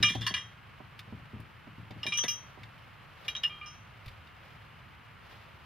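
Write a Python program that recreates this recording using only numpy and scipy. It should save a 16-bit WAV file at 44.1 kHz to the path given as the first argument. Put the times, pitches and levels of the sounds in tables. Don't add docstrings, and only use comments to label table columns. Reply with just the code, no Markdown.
import sys
import numpy as np
from scipy import signal
from scipy.io import wavfile

SR = 44100
rng = np.random.default_rng(int(sys.argv[2]) if len(sys.argv) > 2 else 0)


def persist_wave(psi):
    counts = np.round(np.clip(psi, -1, 1) * 32767).astype(np.int16)
    wavfile.write(sys.argv[1], SR, np.atleast_2d(counts).T)


N = 249165

HUM, CLANK, CLINK, RING, CHINK, TANG, TING, ZING, PING, SHIMMER = 1212, 2382, 2856, 3198, 3628, 3818, 4460, 5250, 5920, 11380
BOOM, THUD, TOCK, CLACK = 110.6, 221.4, 751, 1742

# (time [s], relative clack level [dB], contact length [s], relative ring level [dB],
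#   ring length [share of the free ring], brightness [dB per octave],
#   modes the struck spot favours or mutes [(frequency [Hz], change [dB])])
KNOCKS = [(0.0272, -22, 0.031, -28.5, 1.9, 3, [(5400, 13.7), (TANG, 14.5), (CLACK, 9.1)]),
          (0.0345, -27, 0.013, -27.5, 1.24, -3, [(CLANK, 5.8), (CLINK, 1), (RING, 3.1), (CLACK, 12),
          (PING, 4.2)]), (0.086, -37.5, 0.092, -36.5, 0.78, 2, [(CLANK, 9.2), (3440, 19), (PING, 1.7)]),
          (0.211, -38.5, 0.07, -45, 0.76, -2, [(3400, 17), (5124, 4.6), (CLANK, -6)]),
          (0.2653, -25.5, 0.047, -35.5, .57, 5.5, [(TING, 20), (RING, 4.7)]),
          (0.275, -36.5, 0.068, -38, 0.47, 5, [(TING, 28.4)]),
          (0.3398, -23, 0.031, -32.5, .35, 1, [(CLANK, 5.2), (4300, 7.6), (TING, 14), (ZING, -8)]),
          (0.364, -36, 0.065, -41, 0.83, 0, [(CLANK, 1), (RING, 2.2)]),
          (2.0313, -39.5, 0.047, -40, 0.37, -4.5, [(CLANK, -8), (CLINK, 6.5), (ZING, 11), (PING, -11),
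          (SHIMMER, 13)]), (2.065, -34, 0.033, -42, 0.6, 5.5, [(CLANK, 16), (CHINK, 5.5), (TANG, 12.4),
          (ZING, 2.7)]), (2.122, -29, 0.013, -35.5, .98, -4.5, [(CLANK, 6.2), (CLINK, -3)]),
          (2.137, -53, .02, -38.5, 0.71, 0.5, [(CLANK, 11), (CLINK, 6.7), (CHINK, -12), (PING, 6.3)]),
          (2.1729, -34, 0.017, -39, .32, 7.5, [(PING, 13), (RING, 4.3), (CLANK, -10), (SHIMMER, 7.1)]),
          (2.1848, -28, 0.017, -46.5, 0.68, 8, [(RING, 15), (PING, 20), (CLINK, 3.6), (HUM, 22.7)]),
          (2.238, -35, 0.06, -49, 0.43, 10, [(PING, 11), (ZING, -12), (CHINK, 6.7)]),
          (2.2814, -31.5, 0.016, -36, 0.77, 2.5, [(ZING, 8.7), (PING, 12), (CHINK, -21), (SHIMMER, 10),
          (12730, 15)]), (3.281, -24.5, 0.015, -37, 0.41, -1.5, [(CLANK, 8.4), (CHINK, 2.7), (TANG, 7.9),
          (4629, 11), (6500, 11), (11400, 14.7)]), (3.351, -39, 0.027, -38.5, 0.13, -4, [(RING, 11),
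          (CHINK, 6), (TANG, 12)]), (3.364, -52, .02, -44, .3, -2.5, [(TANG, 20), (CHINK, 8.2),
          (PING, 12.4)]), (3.4345, -26, 0.024, -41, 0.87, 0, [(CLINK, 7), (RING, 6.3), (ZING, 3.5),
          (SHIMMER, 13)]), (3.446, -50, .012, -48, 1.5, -7, [(CLINK, 20.6), (RING, 6.5), (ZING, 6.1),
          (SHIMMER, 14)]), (3.462, -63, 0.022, -52.5, 0.44, 2, [(CLINK, 19.3), (ZING, 7.1), (SHIMMER, 15)]),
          (3.496, -62, 0.042, -54.5, 1.6, -13, [(RING, 11), (CLANK, 5.3)]),
          (3.613, -73, 0.069, -54, 1, -17, [(CLANK, 9.7)]),
          (3.66, -58, 0.057, -53.5, 1.2, 0.5, [(ZING, 9.6), (PING, 7.9), (HUM, 14), (CHINK, -19)])]
# (frequency [Hz], relative level [dB], free t60 [s])
STEEL_MODES = [(HUM, -11, .24), (CLANK, 1.5, .17), (CLINK, 4.8, .2), (RING, -.4, .4), (CHINK, -1, .1),
               (TANG, -9.5, .39), (3950, -10, .1), (TING, -23, .14), (4629, -23, .3), (5124, -14, .14),
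               (ZING, -4, .19), (PING, -7.5, .39), (6075, -23, .3), (6390, -18, .14), (7260, -23, .22),
               (8120, -17, .24), (9162, -21, .42), (10200, -31, .15), (SHIMMER, -31, .24),
               (12730, -34, .24)]
# (frequency [Hz], left minus right [dB], left lead [rad])
EARS = [(1200, -4, .4), (2300, 0, .08), (3900, .3, 0), (4457, 8, -.4), (5200, -4, -.3), (5950, 5, -2.7),
        (8100, -3, -3.1), (9200, -2, -2.1), (11400, 3, 0), (12700, -1, .9)]
# (frequency [Hz], relative level [dB])
OVERTONE_COLOUR = [(3300, -3), (4800, 0), (6400, 1), (7400, -29), (8600, -2), (12000, -17), (15000, -9)]
# (frequency [Hz], width [Hz], relative level [dB])
STONE_MODES = [(1084, 72, 0.5), (CLACK, 60, 7), (1880, 80, 2), (1983, 60, 5), (2170, 110, -7),
               (2710, 49, 0.5), (2870, 54, 5), (3168, 120, 0.77), (3410, 115, -0.53), (3526, 29, -2.3),
               (3970, 150, -10), (4466, 50, -27.5), (5070, 98, -7.5), (5200, 260, -9), (5600, 127, -20.5),
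               (7640, 300, -43), (11300, 2100, -43.5)]
# (time [s], relative level [dB], brightness [dB per octave])
TICKS = [(0.151, -26.5, -2.5), (0.9916, -29.5, -1), (1.4023, -53, 7), (1.908, -35, -3.5),
         (2.2372, -20, -2.5), (2.633, -33, -6.5), (3.249, -38.5, -4), (3.4325, -29, -5.5), (4.06, -40, 1.5),
         (4.081, -35.5, -1), (4.272, -43.5, -3.5)]
# (low edge [Hz], high edge [Hz], relative level [dB])
TICK_BANDS = [(1670, 3250, -4), (3320, 5070, -7), (9000, 14000, -17.5)]
# (delay [s], level against the direct sound [dB])
ECHOES = [(.0031, -14), (.0074, -24.5), (0.013, -17)]
# (time [s], relative level [dB], hardness [dB per octave],
#   modes the spot favours or mutes [(frequency [Hz], change [dB])])
BUMPS = [(0.002, -37.5, -6.5, []), (0.034, -37, -3.5, []), (0.103, -42.5, -3, [(THUD, 7.7)]),
         (0.151, -31, 0, [(TOCK, 9.2)]), (0.158, -42, -3, [(TOCK, 16), (BOOM, 8.5)]),
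         (0.208, -39, -5.5, []), (0.305, -38, 0, []), (0.802, -46.5, 6, []), (1.077, -48, -3, []),
         (1.124, -39.5, -2.5, [(THUD, 7)]), (1.333, -43, -7.5, [(THUD, 4.2)]), (1.36, -45.5, -1, []),
         (1.392, -45.5, -3, []), (1.67, -45, 0, [(THUD, 4.3)]), (1.781, -46, -8, []),
         (1.906, -43, 1, [(BOOM, 8.3), (TOCK, 4)]), (1.961, -44, -4.5, []), (2.054, -43, 4, [(622, 7)]),
         (2.074, -40.5, -1, [(THUD, 3.5)]), (2.2375, -36, 4.5, [(492, 10.6), (TOCK, 0)]),
         (2.575, -46.5, 3.5, []), (2.616, -54, -2, [(BOOM, 13)])]
# (frequency [Hz], relative level [dB], t60 [s])
SILL_MODES = [(83, 2.4, 0.38), (BOOM, 4.3, 0.36), (152, -12, 0.64), (176.3, -6, 0.33), (THUD, 1.34, 0.074),
              (294, -1.1, 0.055), (396, -3, 0.059), (492, -7, 0.046), (622, 2.5, 0.05), (TOCK, 2.8, 0.07),
              (966, 11, 0.042)]
# (frequency [Hz], left minus right [dB])
SILL_PAN = [(110, 5), (700, -14.5)]
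# (time of its height [s], level [dB], time constant of its fall [s])
MOVES = [(0.02, -49, 0.1), (2.051, -57.5, 1), (3.25, -53, 0.21), (4.082, -57, 0.1), (4.47, -58, 0.21),
         (5.33, -54.5, 0.15)]
# (frequency [Hz], relative density [dB per Hz])
RUSTLE_COLOUR = [(200, -9), (500, 4.5), (850, 4), (2700, -1), (4500, -7.5), (8000, -27.5), (12000, -19.5),
                 (16000, -25)]
# (frequency [Hz], relative density [dB per Hz])
AIR_COLOUR = [(25, -20.5), (45, -13.5), (70, -5), (100, 0.5), (150, -6), (210, -14), (330, -21.5),
              (550, -26.5), (1100, -12.5), (1800, -17.5), (2800, -19.5), (4000, -53.5), (7000, -47),
              (15700, -48)]
# (frequency [Hz], left-right likeness [0 to 1])
LIKENESS = [(100, 0.89), (400, 0.36), (1000, 0.29), (2400, 0.98), (6000, 0.011)]

STEEL_PIVOT_HZ, SPOT_OCTAVES = 2830, 0.06
DETUNE = 0.0009
OVERTONE_T60_S = 0.12
CONTACT_S, BODY_DB_PER_DOUBLING, BODY_BELOW_HZ = 0.045, 4.5, 2200
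BUMP_CENTRE_HZ, BUMP_ARCH_DB = 270, 6
SET_DOWN_S, SET_DOWN_DB = 4.064, -39
MOVE_RISE_S, RESTING_DB = 0.093, -61.5
AIR_DB = -53
CUTOFF_HZ = 15700


def steel(ring_db=3.5, snap=0.51, snap_s=0.00035, build_s=0.015, choke_s=0.0052,
          spread_db=0.35, twin_db=-11, beat_hz=26, settle_s=0.66):
    out, t = np.zeros((2, N)), np.arange(SR // 2) / SR
    next_times = [row[0] for row in KNOCKS[1:]] + [N / SR]
    ear_hz, ear_db, ear_lead = np.transpose(EARS)
    sides = np.array([[.5], [-.5]])
    for (s, _, _, strength_db, length, bright_db, accents), next_s in zip(KNOCKS, next_times):
        attack = 1 - snap * np.exp(-t / snap_s) - (1 - snap) * np.exp(-t / build_s)
        choke = np.exp(-np.maximum(t - (next_s - s), 0) / choke_s)
        gate = attack * choke * np.exp(-(t / settle_s) ** 4)
        for hz, mode_db, t60 in STEEL_MODES:
            colour_db = bright_db * np.log2(hz / STEEL_PIVOT_HZ) + accent(hz, accents)
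            chance_db = spread_db * np.sqrt(hz / STEEL_PIVOT_HZ) * rng.normal()
            level_db = ring_db + strength_db + mode_db + colour_db + chance_db
            fade = from_db(level_db - 60 * t / (t60 * length))
            mode_hz = hz * (1 + DETUNE * rng.normal())
            tone = np.exp(2j * np.pi * (mode_hz * t + rng.random()))
            split_hz = beat_hz * rng.uniform(0.65, 2.26)
            twin = 1 + from_db(twin_db) * np.exp(2j * np.pi * (split_hz * t + rng.random()))
            ear_gain = from_db(np.interp(hz, ear_hz, ear_db) * sides)
            ear_phase = np.exp(1j * np.interp(hz, ear_hz, ear_lead) * sides)
            add(out, s, (ear_gain * ear_phase * (gate * fade * tone * twin)).real)
    return out


def splash(splash_db=-25, low_hz=3300, high_hz=15000, scatter=0.047, spread_db=4, count=36):
    out, t = np.zeros((2, N)), np.arange(SR // 5) / SR
    for s, _, _, strength_db, length, bright_db, _ in KNOCKS:
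        hz = np.geomspace(low_hz, high_hz, count)[:, None]
        hz = hz * (1 + scatter * rng.uniform(-1.15, 1, (count, 1)))
        colour_db = at_hz(OVERTONE_COLOUR, hz) + bright_db * np.log2(hz / STEEL_PIVOT_HZ)
        level_db = splash_db + strength_db + colour_db + spread_db * rng.normal(size=(count, 1))
        ears = np.exp(2j * np.pi * rng.random((2, count))) * from_db(level_db).T
        swing = 2 * np.pi * hz * t
        crowd = ears.real @ np.sin(swing) + ears.imag @ np.cos(swing)
        add(out, s, crowd * from_db(-60 * t / (OVERTONE_T60_S * np.sqrt(length))))
    return out


def clacks(clack_db=15, grind_db=-15, grind_lasts=6, grit_db=2.5, rise_share=0.12,
           stone_shift=0.01, crack_db=-4, crack_t60=0.0035):
    out, t = np.zeros((2, N)), np.arange(SR // 3) / SR
    for s, level_db, contact_s, *_, accents in KNOCKS:
        age = t / contact_s
        press = from_db(-60 * age) + from_db(grind_db - 60 * age / grind_lasts)
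        force = (1 - np.exp(-age / rise_share)) * press
        force = force + from_db(crack_db - 60 * t / crack_t60)
        grit = np.interp(np.arange(len(t)) / 70, np.arange(len(t)), rng.standard_normal(len(t)))
        gritty_gain = from_db(clack_db + level_db + grit_db * np.minimum(grit, 1))
        contact = gritty_gain * force * stereo_noise(len(t), alike=0.97)
        body_db = BODY_DB_PER_DOUBLING * np.log2(contact_s / CONTACT_S)
        for k, (hz, width, db) in enumerate(STONE_MODES):
            gain = (-1) ** k * from_db(db + accent(hz, accents) + body_db * (hz < BODY_BELOW_HZ))
            add(out, s, gain * resonate(contact, hz * (1 + stone_shift * rng.normal()), width))
    return out


def ticks(tick_db=-10, tick_t60=0.055, alike=0.85, ring_hz=3620, ring_width_hz=110, ring_db=6):
    out, t = np.zeros((2, N)), np.arange(SR // 6) / SR
    for s, strength_db, bright_db in TICKS:
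        for low, high, band_db in TICK_BANDS:
            tilt_db = bright_db * np.log2(low / TICK_BANDS[0][0])
            burst = stereo_noise(len(t), alike) * from_db(-60 * t / tick_t60)
            crack = band(burst, low, high) * np.sqrt(SR / 2 / (high - low))
            crack = crack + from_db(ring_db) * resonate(crack, ring_hz, ring_width_hz)
            add(out, s, crack * from_db(tick_db + strength_db + band_db + tilt_db))
    return out


def wall(x):
    out = x.copy()
    for delay_s, db in ECHOES:
        add(out, delay_s, from_db(db) * x)
    return out


def bumps(rise_s=0.0028, detune=0.019, scuff_db=-8, scuff_t60=0.36, scuff_low_hz=90, scuff_high_hz=280):
    out, t = np.zeros((2, N)), np.arange(SR // 2) / SR
    rise, sides = 1 - np.exp(-t / rise_s), np.array([[.5], [-.5]])
    for s, strength_db, hard_db, accents in BUMPS:
        for hz, mode_db, t60 in SILL_MODES:
            colour_db = bump_colour(hz, hard_db) + accent(hz, accents)
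            level_db = strength_db + mode_db + colour_db + at_hz(SILL_PAN, hz) * sides
            mode_hz = hz * (1 + detune * rng.normal())
            tone = np.sin(2 * np.pi * (mode_hz * t + rng.random()))
            add(out, s, rise * from_db(level_db - 60 * t / t60) * tone)
        scuff = rms_one(band(rng.standard_normal(len(t)), scuff_low_hz, scuff_high_hz))
        level_db = scuff_db + strength_db + bump_colour(np.sqrt(scuff_low_hz * scuff_high_hz), hard_db)
        add(out, s, rise * scuff * from_db(level_db - 60 * t / scuff_t60))
    return out


def set_down(deep_hz=45, thud_hz=105, thud_db=4, deep_t60=0.15, thud_t60=0.14, rise_s=0.003):
    out, t = np.zeros((2, N)), np.arange(SR // 2) / SR
    deep = from_db(-60 * t / deep_t60) * np.sin(2 * np.pi * deep_hz * t)
    thud = from_db(thud_db - 60 * t / thud_t60) * np.sin(2 * np.pi * thud_hz * t)
    add(out, SET_DOWN_S, from_db(SET_DOWN_DB) * (1 - np.exp(-t / rise_s)) * (deep + thud))
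    return out


def rustle(crinkle_db=1.5, crinkles_per_s=120):
    t = np.arange(N) / SR
    crinkle = np.interp(t * crinkles_per_s, np.arange(N), rng.standard_normal(N))
    return movement(t) * from_db(crinkle_db * crinkle) * coloured_noise(RUSTLE_COLOUR)


def air():
    return from_db(AIR_DB) * coloured_noise(AIR_COLOUR)


def movement(t):
    power = from_db(RESTING_DB) ** 2
    for s, level_db, fall_s in MOVES:
        swell = np.exp(-np.maximum((s - t) / MOVE_RISE_S, (t - s) / fall_s))
        power = power + (from_db(level_db) * swell) ** 2
    return np.sqrt(power)


def accent(hz, accents):
    return sum(db * np.exp(-(np.log2(hz / spot_hz) / SPOT_OCTAVES) ** 2) for spot_hz, db in accents)


def bump_colour(hz, hard_db):
    octaves = np.log2(hz / BUMP_CENTRE_HZ)
    return hard_db * octaves - BUMP_ARCH_DB * octaves ** 2


def resonate(x, hz, width_hz):
    r = np.exp(-np.pi * width_hz / SR)
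    feedback = [1, -2 * r * np.cos(2 * np.pi * hz / SR), r * r]
    return signal.lfilter((1 - r * r) / 2 * np.array([1, 0, -1]), feedback, x)


def coloured_noise(spectrum):
    edges = np.geomspace(spectrum[0][0], CUTOFF_HZ, 25)
    out = 0
    for low, high in zip(edges, edges[1:]):
        hz = np.sqrt(low * high)
        noise = stereo_noise(N, at_hz(LIKENESS, hz))
        out = out + from_db(at_hz(spectrum, hz)) * band(noise, low, high)
    return rms_one(out)


def stereo_noise(size, alike):
    mid, side = rng.standard_normal((2, size))
    return (np.sqrt(1 + alike) * mid + np.sqrt(1 - alike) * side * [[1], [-1]]) / np.sqrt(2)


def band(x, low_hz, high_hz):
    return signal.sosfilt(signal.butter(2, [low_hz, high_hz], "band", fs=SR, output="sos"), x)


def at_hz(points, hz):
    points = np.array(points)
    return np.interp(np.log(hz), np.log(points[:, 0]), points[:, 1])


def from_db(db):
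    return 10 ** (np.asarray(db) / 20)


def rms_one(x):
    return x / np.sqrt(np.mean(x ** 2) + 1e-20)


def add(out, s, sound):
    start = round(s * SR)
    out[:, start:start + sound.shape[-1]] += sound[..., :N - start]


def scene():
    stones = wall(clacks() + ticks())
    return steel() + splash() + stones + bumps() + set_down() + rustle() + air()


def record(dry):
    return signal.sosfilt(signal.ellip(10, .1, 80, CUTOFF_HZ, fs=SR, output="sos"), dry)


dry = scene()
out = record(dry)
persist_wave(out)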